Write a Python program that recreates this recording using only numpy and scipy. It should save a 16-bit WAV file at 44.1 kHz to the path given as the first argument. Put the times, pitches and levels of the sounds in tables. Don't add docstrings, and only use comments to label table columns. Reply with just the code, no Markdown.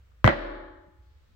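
import sys
import numpy as np
from scipy import signal
from scipy.fft import rfft, irfft
from scipy.io import wavfile
from scipy.ndimage import uniform_filter1d, minimum_filter1d

SR = 44100
rng = np.random.default_rng(int(sys.argv[2]) if len(sys.argv) > 2 else 0)


def put_to_file(sound):
    columns = np.atleast_2d(sound).T
    safe = np.clip(columns, -1, 1)
    whole_steps = np.round(safe * 32767)
    wavfile.write(sys.argv[1], SR, whole_steps.astype(np.int16))


N = 59535

# start in seconds, then changes in dB to the crack, its treble,
# the ring, the thump and the echo, and last how many dB louder the crack is on the left.
SEAT_BLOWS = [(0.2435, 2.5, -4, 1.5, 2, 0, 14), (0.2532, -12, 23, -1, -32, -7, 6.5),
              (0.2630, -14, 17.5, -1.5, -18, -16.5, -5.5), (0.2762, 7, -5, 3.5, -12, 3.5, -7),
              (0.2903, -4, -6, -5, -22.5, -13.5, -1), (0.3255, -12, -17, -11, -34, -17, -1.5)]


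def undb(db):
    return 10 ** (np.asarray(db) / 20)


def pan(db):
    return undb(np.array([[db], [-db]]) / 2)


def unit(x):
    return x / np.sqrt(np.sum(x ** 2) / (x.size / N) / SR)


def fade(t, fade_s):
    return np.exp(-np.log(1000) * t / fade_s)


def along(table, hz, column=1):
    rows = np.array(table)
    return np.interp(np.log(np.maximum(hz, 1)), np.log(rows[:, 0]), rows[:, column])


def delay(x, seconds):
    gap = int(np.clip(seconds * SR, 0, N - 1))
    return np.concatenate([np.zeros(x.shape[:-1] + (gap,)), x[..., :N - gap]], axis=-1)


def bins():
    return np.arange(N + 1) * SR / (2 * N)


def colour(x, db):
    cepstrum = irfft(np.log(undb(db)))
    cepstrum[1:N] *= 2
    cepstrum[N + 1:] = 0
    return irfft(rfft(x, 2 * N) * np.exp(rfft(cepstrum)))[..., :N]


def diffuse(bass_hz=170):
    mid, side = rfft(rng.standard_normal((2, 2 * N)))
    alike = .96 / (1 + (bins() / bass_hz) ** 4)
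    return mid * np.sqrt(1 + alike) + side * np.sqrt(1 - alike) * np.array([[1], [-1]])


def noise_band(hz, octaves):
    octaves_away = np.log2(np.maximum(bins(), 1) / hz)
    noise = irfft(diffuse() * np.exp(-(octaves_away / octaves) ** 2))[:, :N]
    return noise / noise.std()


def ring(tones, t, contact_s=.0005, spread_s=0.00087):
    out = 0
    swell = 1 - np.exp(-(t / contact_s) ** 2)
    for hz, db, fade_s, left_db in tones:
        lag = np.array([[0], [rng.uniform(-0.91, 1) * spread_s]])
        tone = np.sin(2 * np.pi * (hz * (t - lag) + rng.random()))
        out = out + undb(db) * pan(left_db) * tone * swell * fade(t, fade_s)
    return out


def echo(bands, t, build_s):
    noise = diffuse() * undb(along(bands, bins()))
    edges_hz = np.geomspace(45, 17000, 28)
    out = 0
    for low, high in zip(edges_hz, edges_hz[1:]):
        band = irfft(noise * ((bins() >= low) & (bins() < high)))[:, :N]
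        fade_s = along(bands, np.sqrt(low * high), column=2)
        out = out + band * fade(t, fade_s)
    return unit(out * (1 - np.exp(-t / build_s)))


def ventilation():
    # frequency in Hz, relative level in dB.
    spectrum = [(20, -15), (40, -11.5), (66, 5.5), (100, -6.5), (160, -26.5), (300, -32.5), (480, -27.5),
                (750, -35), (1300, -32), (2500, -36.5), (5000, -45), (8000, -48.5), (10500, -58.5),
                (15000, -47)]
    air = irfft(diffuse() * undb(along(spectrum, bins())))[:, :N]
    return undb(-55) * air / air.std()


def faint_bumps(t):
    # start in seconds, centre in Hz, width in octaves, level in dB, fade time in seconds.
    bumps = [(0.116, 1200, 0.52, -88.5, 0.021), (0.867, 170, 0.44, -75, 0.059),
             (1.286, 230, 0.321, -85, 0.1303)]
    return sum(undb(db) * delay(unit(noise_band(hz, octaves) * t * fade(t, fade_s)), start)
               for start, hz, octaves, db, fade_s in bumps)


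def crack(treble_db, t, treble_hz=6150):
    # frequency in Hz, relative level in dB.
    spectrum = [(100, -2), (300, -15), (700, 5), (1100, 7.5), (2000, -13.5), (3200, -10), (5000, -24),
                (8000, -38.5), (11000, -48.5), (15500, -46.5)]
    splinters = unit(rng.standard_normal((2, N)) * fade(t, fade_s=0.0085)) * undb(0.5)
    push = unit(1. * (t == 0))
    burst = colour(splinters - push, along(spectrum, bins()))
    burst = np.array([unit(side) for side in burst])
    left, right = colour(burst, treble_db * bins() ** 2 / (bins() ** 2 + treble_hz ** 2))
    return np.array([left, delay(right, .0007)]) * undb(-18)


def seat_ring(t):
    # pitch in Hz, relative level in dB, fade time in seconds, dB louder on the left.
    tones = [(195, 3, .1, 3), (228, 5, .11, 2), (343, 3, .15, -12), (536, 6, .16, 3), (576, 6, .19, 1),
             (610, 1, .22, 0), (770, 0, .11, 1), (862, 2, .13, -5), (1008, -1, .11, -7), (1440, -2, .13, 3),
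             (1680, -1, .13, 2), (1944, 2, .19, 7), (2141, -5, .14, 4), (2227, -4, .11, 5)]
    return undb(-8.5) * ring(tones, t)


def thump(t, level_db=13):
    # pitch in Hz, relative level in dB, swell time in seconds, delay in seconds.
    swings = [(106.6, -1.5, 0.0067, 0.0017), (63.5, -12.5, 0.012, .0005), (137, -12, 0.0094, 0.004)]
    low = 0
    for hz, db, swell_s, late_s in swings:
        swell_and_fade = t / swell_s * np.exp(1 - t / swell_s)
        swing = np.sin(2 * np.pi * hz * t) * swell_and_fade
        low = low + undb(level_db + db) * delay(swing, late_s)
    return np.array([delay(low, .0004), low])


def falling_seat(t):
    ringing, low = seat_ring(t), thump(t)
    out = 0
    for start, crack_db, treble_db, ring_db, thump_db, _, left_db in SEAT_BLOWS:
        contact = undb(crack_db) * pan(left_db) * crack(treble_db, t)
        out = out + delay(contact + undb(ring_db) * ringing + undb(thump_db) * low, start)
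    return out


def stall_flutter(t):
    # frequency in Hz, relative level in dB, fade time in seconds.
    bands = [(60, -5, 0.17), (167, -3.5, 0.36), (300, 10.5, 0.12), (480, -2, 0.14), (630, -3.5, 0.3),
             (1056, -2, 0.21), (1936, 2.5, 0.23), (2860, -15, 0.32), (4460, -24.5, 0.42),
             (7183, -43.5, 0.15), (11200, -60, 0.089), (15000, -43.5, 0.22)]
    return undb(-19.5) * echo(bands, t, build_s=0.0015)


def room_echo(t):
    # frequency in Hz, relative level in dB, fade time in seconds.
    bands = [(55, -6.5, .45), (91, -17, 1), (170, -15, 0.42), (230, -4, .65), (320, 1.5, 0.68),
             (428, -4.5, 0.38), (472, 1.5, 0.59), (590, 8.5, 0.69), (749, -5.5, 0.6), (1100, -6, 0.74),
             (1820, -7, 0.73), (2600, -16, 0.55), (3704, -21.5, 0.7), (5560, -36.5, .52),
             (9800, -50, 0.357), (15000, -52.5, .25)]
    return undb(-25) * echo(bands, t, build_s=0.01) * pan(db=1.77)


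def reflections(t):
    answer = stall_flutter(t) + room_echo(t)
    return sum(undb(echo_db) * delay(answer, start) for start, *_, echo_db, _ in SEAT_BLOWS)


def standing_waves(t, build_s=0.097):
    # pitch in Hz, relative level in dB, fade time in seconds, dB louder on the left.
    tones = [(38.44, 17.5, 0.59, 1), (117.7, 4.5, 0.46, 0.5), (214.3, 3, 0.52, -0.5),
             (280.5, 4, 0.64, -0.5), (300.7, 4, 0.72, 3.5), (336, 8.5, 0.53, -3.5), (336, 3.5, .8, 5.5),
             (371.2, 3, 0.79, 0), (446, 3.5, 0.6, -1.5), (560, 3, 0.65, -6), (571, -3.5, 0.65, -7.5),
             (850, -7, 1, 3.5), (1113, -1, 0.61, 2), (1716, 3, .6, 3.5)]
    build_up = (1 - np.exp(-t / build_s)) ** 2
    return delay(undb(-17) * ring(tones, t) * build_up, SEAT_BLOWS[0][0])


def thin_hiss(t, start_s=1.02, rise_s=0.0088):
    rise = np.clip((t - start_s) / rise_s, 0, 1)
    return undb(-80.5) * noise_band(hz=3890, octaves=0.53) * rise


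def scene():
    t = np.arange(N) / SR
    slam = falling_seat(t) + reflections(t) + standing_waves(t)
    return slam + ventilation() + faint_bumps(t) + thin_hiss(t)


def record(dry):
    ceiling_db, detect_s, hold_s, recover_s = -10.5, 0.0086, 0.063, 0.26
    power = uniform_filter1d(np.mean(dry ** 2, axis=0), int(detect_s * SR))
    power = delay(power, detect_s / 2)
    excess_db = np.maximum(10 * np.log10(np.maximum(power, 1e-12)) - ceiling_db, 0)
    recovery = np.exp(-np.arange(N) / SR / recover_s)
    duck_db = np.maximum.accumulate(excess_db / recovery) * recovery
    held_db = np.maximum(duck_db, delay(duck_db, hold_s))
    ducked = dry * undb(-uniform_filter1d(held_db, size=88))
    limiter = minimum_filter1d(1 / np.maximum(abs(ducked), 1), size=89)
    limiter = uniform_filter1d(uniform_filter1d(limiter, size=45), size=45)
    treble_cut = signal.ellip(8, .2, 70, 15850, fs=SR, output="sos")
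    return signal.sosfilt(treble_cut, ducked * limiter)


dry = scene()
out = record(dry)
put_to_file(out)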